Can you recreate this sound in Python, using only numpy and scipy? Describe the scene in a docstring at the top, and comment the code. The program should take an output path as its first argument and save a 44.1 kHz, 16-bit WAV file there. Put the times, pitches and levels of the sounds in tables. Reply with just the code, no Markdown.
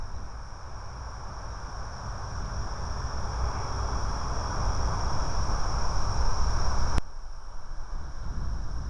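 """A park under a small electric model plane: propeller buzz and motor whine (sines locked to one shaft),
echoed wing rush, far traffic (shaped noise), a far engine's drone, distant chirps and ticks.
Wind rumbles on a tiny camera microphone; its resonance near 5.6 kHz turns air noise into a shrill sizzle.
Camera gain creeps up, swelling all the microphone hears; a hard push of wind near 7 s overloads it
and the gain drops at once, then climbs anew."""
import sys
import numpy as np
from scipy import signal
from scipy.fft import rfft, irfft, next_fast_len
from scipy.io import wavfile
from scipy.ndimage import uniform_filter1d, map_coordinates

SR = 44100
rng = np.random.default_rng(int(sys.argv[2]) if len(sys.argv) > 2 else 0)


def store_wav(level_fs):
    """Save 16-bit WAV to argv[1]."""
    pcm = np.round(np.clip(np.atleast_2d(level_fs), -1, 1) * 32767)
    wavfile.write(sys.argv[1], SR, pcm.T.astype(np.int16))


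N = 392137
T = np.arange(N) / SR  # s


def amp(db):
    """Decibels to linear gain."""
    return 10 ** (np.asarray(db) / 20)


def unit(x):
    """Scale x to rms 1."""
    return x / np.sqrt(np.mean(x ** 2) + 1e-20)


def rounded(x):
    """Soft-saturate the highest peaks, at rms 1."""
    return unit(np.tanh(unit(x) / 3))


def curves(rows):
    """Interpolate each column after start_s to one value per sample."""
    start_s, *columns = np.transpose(rows)
    return np.array([np.interp(T, start_s, column) for column in columns])


def bump(centre_s, length_s):
    """Gaussian rise to 1 and fall; length_s is the 1/e half-length."""
    return np.exp(-((T - centre_s) / length_s) ** 2)


def wobble(knots_per_s):
    """Smooth random curve through normally distributed knots."""
    knots = rng.standard_normal(int(N * knots_per_s / SR) + 4)
    return map_coordinates(knots, [T * knots_per_s])


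def filtered(x, response):
    """Multiply the spectrum of x by response(Hz)."""
    size = next_fast_len(N + 8192)  # padded against wrap-around
    gain = response(np.fft.rfftfreq(size, 1 / SR))
    return irfft(rfft(x, size) * gain, size)[:N]


def rush(spectrum, patchy_db):
    """Coloured noise of rms 1 whose gain varies in patches of time and frequency."""
    bins = signal.stft(rng.standard_normal(N), nperseg=512)[2]
    field = uniform_filter1d(rng.standard_normal(bins.shape), size=5, axis=0)  # across frequency
    field = uniform_filter1d(field, size=16, axis=1)  # across time
    patchy = bins * amp(patchy_db * unit(field))
    noise = signal.istft(patchy, nperseg=512)[1][:N]
    hz, db = np.transpose(spectrum)
    return unit(filtered(noise, lambda f: amp(np.interp(np.log(f + 1), np.log(hz + 1), db))))


def narrow(centre_hz, half_width_hz):
    """Noise of rms 1 in one resonance-shaped band; half amplitude at half_width_hz."""
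    noise = rng.standard_normal(N)
    return unit(filtered(noise, lambda f: 1 / (1 + ((f - centre_hz) / half_width_hz) ** 2)))


# motor and propeller: start_s, shaft_hz, propeller_db, whine_db
FLIGHT = [(0, 267, -71, -59), (2.2, 258, -57, -65), (3, 254.8, -54, -54), (3.6, 257.6, -49.5, -66),
          (4.5, 267.2, -46, -62), (5.3, 273.6, -52.5, -64), (5.7, 307.7, -54, -85),
          (6.8, 324, -62.5, -63.5), (8.1, 324.8, -45, -59.5), (8.89, 316.6, -45, -65)]
WHINE_OCTAVE_DB, TONE_FLICKER_DB = -8.5, 1.5  # octave relative to whine; turbulent fading


def plane():
    """Propeller at shaft rate; seven pole pairs whine at 7 and 14 times it; turbulence flickers each."""
    shaft_hz, propeller_db, whine_db = curves(FLIGHT)
    unsteady_hz = shaft_hz * (1 + 0.00046 * wobble(17))
    angle = 2 * np.pi * np.cumsum(unsteady_hz) / SR
    orders_db = [(1, propeller_db), (7, whine_db), (14, whine_db + WHINE_OCTAVE_DB)]
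    return sum(amp(db + TONE_FLICKER_DB * wobble(5.6)) * np.sin(order * angle)
               for order, db in orders_db)


# wing rush and ground echo: start_s, rush_db, echo_lag_s
CIRCUIT = [(0, -67, .0056), (1.5, -70, 0.0036), (4, -71.5, .0033), (6.3, -64, .003), (7.3, -63, 0.0039),
           (8.3, -57, .0046), (8.89, -61, .0053)]


def wings():
    """Wing rush plus delayed ground echo: a comb sweeping up as the lag shrinks, down as it grows."""
    rush_db, echo_lag_s = curves(CIRCUIT)
    air = narrow(3850, 450) + amp(-6.0) * narrow(6540, 330)
    echo = map_coordinates(air, [(T - echo_lag_s) * SR])
    return amp(rush_db) * unit(air + .6 * echo)


# background levels: start_s, traffic_db, air_db
PARK_LEVEL = [(0, -36.5, -41.5), (1.2, -35, -40), (2.2, -36, -40), (3, -37, -42.5), (3.5, -33.8, -43),
              (4.1, -35.5, -43.5), (6.2, -37, -45.5), (7.2, -37.5, -42), (8.2, -36, -38), (8.89, -40, -41)]
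# far-traffic spectrum: freq_hz, relative_db
TRAFFIC_SPECTRUM = [(100, -28), (280, -13.5), (450, -7.5), (600, -4.3), (750, -3), (920, 0.5), (1150, -0.2),
                    (1350, -5.5), (1600, -20), (1900, -29.5), (3000, -67)]
# open-air spectrum: freq_hz, relative_db
AIR_SPECTRUM = [(150, -26), (330, -15.5), (450, -9.5), (560, -2), (800, -4.5), (1250, -2), (1550, 1.5),
                (1700, -5.5), (1880, -16), (2050, -20), (2750, -29), (3400, -21), (4400, -29.5),
                (6000, -48)]
# far engine's tones: tone_hz, relative_db
DRONE = [(61.46, 3), (97.2, 0.5), (123.4, -5.5), (387.7, -14), (424.6, -15)]
# far engine's levels either side of the split: start_s, low_tones_db, high_tones_db
DRONE_LEVEL = [(0, -37, -56), (1.5, -39, -44), (2.6, -36.5, -37), (3.8, -36.5, -35.5), (4.2, -43, -40),
               (4.7, -39, -37.5), (6, -42.5, -42), (8.89, -42, -45)]
# hiss band near 2.3 kHz: start_s, level_db
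LOW_BAND = [(0, -57), (.9, -55), (2.2, -60.5), (4.6, -58.5), (7, -61), (8.89, -66)]
HIGH_BAND_DB, HIGH_BAND_S, HIGH_BAND_LENGTH_S = -63.5, 4.17, 1.94  # one swell near 3.4 kHz
DRONE_SPLIT_HZ, TRAFFIC_WAVER_DB = 250, .5


def park():
    """Far tyres roar near 1 kHz over an engine's drone, open air and two narrow hiss bands."""
    traffic_db, air_db = curves(PARK_LEVEL)
    low_tones_db, high_tones_db = curves(DRONE_LEVEL)
    low_band_db, = curves(LOW_BAND)
    tyres = amp(traffic_db + TRAFFIC_WAVER_DB * wobble(8)) * rush(TRAFFIC_SPECTRUM, patchy_db=-0.1)
    air = amp(air_db) * rush(AIR_SPECTRUM, patchy_db=0.5)
    drone = 0
    for tone_hz, relative_db in DRONE:
        # the long path through moving air makes each tone fade and drift in phase
        level_db = low_tones_db if tone_hz < DRONE_SPLIT_HZ else high_tones_db
        level = amp(level_db + relative_db + 2.4 * wobble(5.6))
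        drone = drone + level * np.sin(2 * np.pi * tone_hz * T + 0.65 * wobble(5))
    low_band = amp(low_band_db) * narrow(2323, 270)
    swell = bump(HIGH_BAND_S, HIGH_BAND_LENGTH_S)
    high_band = amp(HIGH_BAND_DB) * swell * narrow(3356, 100)
    return tyres + air + drone + low_band + high_band


# port resonance: freq_hz, relative_db
SIZZLE_SPECTRUM = [(3000, -47), (4400, -28.5), (4800, -18.5), (5100, -9), (5350, -3), (5580, 0.5),
                   (5780, -3), (6080, -16), (6400, -19), (6850, -21), (7200, -32), (9000, -66)]
# hiss, before and after the gain stage: freq_hz, relative_db
HISS_SPECTRUM = [(500, -7), (2900, 5), (4200, -1.5), (7000, 1), (9600, 0), (10200, -2.5), (10600, -9.5),
                 (11000, -22), (11300, -39)]
SIZZLE_DB, MIC_HISS_DB = -43, -61  # before gain control


def microphone():
    """The port's sharp resonance rings with air noise, above an even hiss."""
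    sizzle = amp(SIZZLE_DB + 0.16 * wobble(17)) * rush(SIZZLE_SPECTRUM, patchy_db=0.14)
    return sizzle + amp(MIC_HISS_DB) * rush(HISS_SPECTRUM, patchy_db=1.1)


# gusts and lulls: centre_s, length_s, change_db
GUSTS = [(.2, 0.22, 3.5), (1.5, 0.27, 0.5), (2.6, .4, 1), (4.15, 0.083, -2.5), (4.6, 0.082, 2),
         (5.852, 0.34, -2), (7.35, .2, -6), (8.03, 0.087, 6.5), (8.33, 0.13, 11), (8.54, 0.13, 8),
         (8.85, 0.23, 9)]
# slow heaving of the air: start_s, level_db
SWAY_LEVEL = [(0, -20.5), (1, -31), (4, -30), (6.95, -22), (7.12, -15.5), (8.89, -16)]
# slow-heave spectrum: freq_hz, relative_db
SWAY_SPECTRUM = [(1, -14.5), (4, 0.5), (14, -3.5), (28, -9), (42, -18), (70, -43), (150, -80)]
# large-eddy spectrum: freq_hz, relative_db
RUMBLE_SPECTRUM = [(15, -29.5), (38, -4.5), (58, 1.5), (80, -8), (110, -11), (140, -16.5), (220, -43),
                   (500, -73)]
# small-eddy spectrum: freq_hz, relative_db
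FLUTTER_SPECTRUM = [(50, -33), (105, 1.5), (140, 0.5), (185, 0), (240, -7.5), (350, -10), (600, -26.5),
                    (1500, -62)]
RUMBLE_DB, FLUTTER_DB = -30, -42  # between gusts, before gain control
FLUTTER_GUST_RATIO = 1.13  # flutter dB per gust dB
EDDY_DB, FLURRY_DB = 1, 1.2  # flutter's swelling and quick flurries
PUSH_S, PUSH_LENGTH_S, PUSH_DB = 7.008, .03, -8  # hard push, before gain control


def wind():
    """Eddies of three sizes press on the microphone; gusts raise the smallest most; a push displaces all."""
    gust_db = sum(change_db * bump(centre_s, length_s) for centre_s, length_s, change_db in GUSTS)
    sway_db, = curves(SWAY_LEVEL)
    eddies = wobble(16)
    sway = amp(sway_db) * rounded(rush(SWAY_SPECTRUM, patchy_db=1.25))
    large = amp(0.95 * eddies) * rush(RUMBLE_SPECTRUM, patchy_db=0.5)
    rumble = amp(RUMBLE_DB + gust_db) * rounded(large)
    small = amp(EDDY_DB * eddies + FLURRY_DB * wobble(45)) * rush(FLUTTER_SPECTRUM, patchy_db=-0.3)
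    flutter = amp(FLUTTER_DB + FLUTTER_GUST_RATIO * gust_db) * unit(small)
    push = bump(PUSH_S, PUSH_LENGTH_S)
    return (sway + rumble + flutter) * (1 - push) + amp(PUSH_DB) * push


# faint chirps and ticks, and one brief swell of the hiss band near 2.3 kHz at 3.58 s: centre_s, centre_hz,
# width_hz, length_s, level_db
CHIRPS = [(.17, 3850, 350, 0.022, -56), (1.53, 3750, 400, .015, -59), (2.457, 3400, 1800, .008, -54),
          (3.581, 2278, 500, 0.16, -53), (4.115, 4225, 450, .039, -64), (7.338, 3000, 1500, .005, -54),
          (8.237, 3500, 1800, 0.0099, -53)]


def chirps():
    """Short, soft-edged bursts of narrow noise: far chirps and ticks, and one brief swell near 2.3 kHz."""
    return sum(amp(level_db) * bump(centre_s, length_s) * narrow(centre_hz, width_hz / 2)
               for centre_s, centre_hz, width_hz, length_s, level_db in CHIRPS)


def scene():
    """Sum of all that reaches the one microphone."""
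    return (plane() + wings() + park() + microphone() + wind() + chirps())[None]


START_DB, CUT_DB = -13.5, -17.5  # at the start and after overload; full gain 0 dB; before easing
HOLD_S, CLIMB_DB_PER_S, EASE_DB = 0.54, 3.5, 2.63
OVERLOAD = .29  # share of full scale


def climb(from_db, since_s):
    """Gain since a reset: hold, steady climb, easing into full gain."""
    db = from_db + CLIMB_DB_PER_S * np.maximum(since_s - HOLD_S, 0)
    return amp(-EASE_DB * np.logaddexp(0, -db / EASE_DB))


def gain_control(x):
    """Gain climbs until the smoothed sound first overloads, then drops at once and climbs anew."""
    gain = climb(START_DB, T)
    smoothed = np.abs(uniform_filter1d(x, size=256))
    overload_s = T[smoothed * gain > OVERLOAD]
    if len(overload_s):
        gain = np.where(T < overload_s[0], gain, climb(CUT_DB, T - overload_s[0]))
    return gain * x


# camera electronics: tone_hz, level_db
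WHISTLES = [(7400, -87.5), (9600, -88.5)]
LATE_HISS_DB, TOP_HZ = -75, 10950  # hiss after the gain stage; band limit


def record(dry):
    """Camera chain: gain control, added hiss and two thin whistles, steep band limit."""
    whistles = sum(amp(level_db) * np.sin(2 * np.pi * tone_hz * T) for tone_hz, level_db in WHISTLES)
    hiss = amp(LATE_HISS_DB) * rush(HISS_SPECTRUM, patchy_db=2.0)
    mixed = gain_control(dry[0]) + hiss + whistles
    return filtered(mixed, lambda f: 1 / (1 + (f / TOP_HZ) ** 160))[None]


dry = scene()
out = record(dry)
store_wav(out)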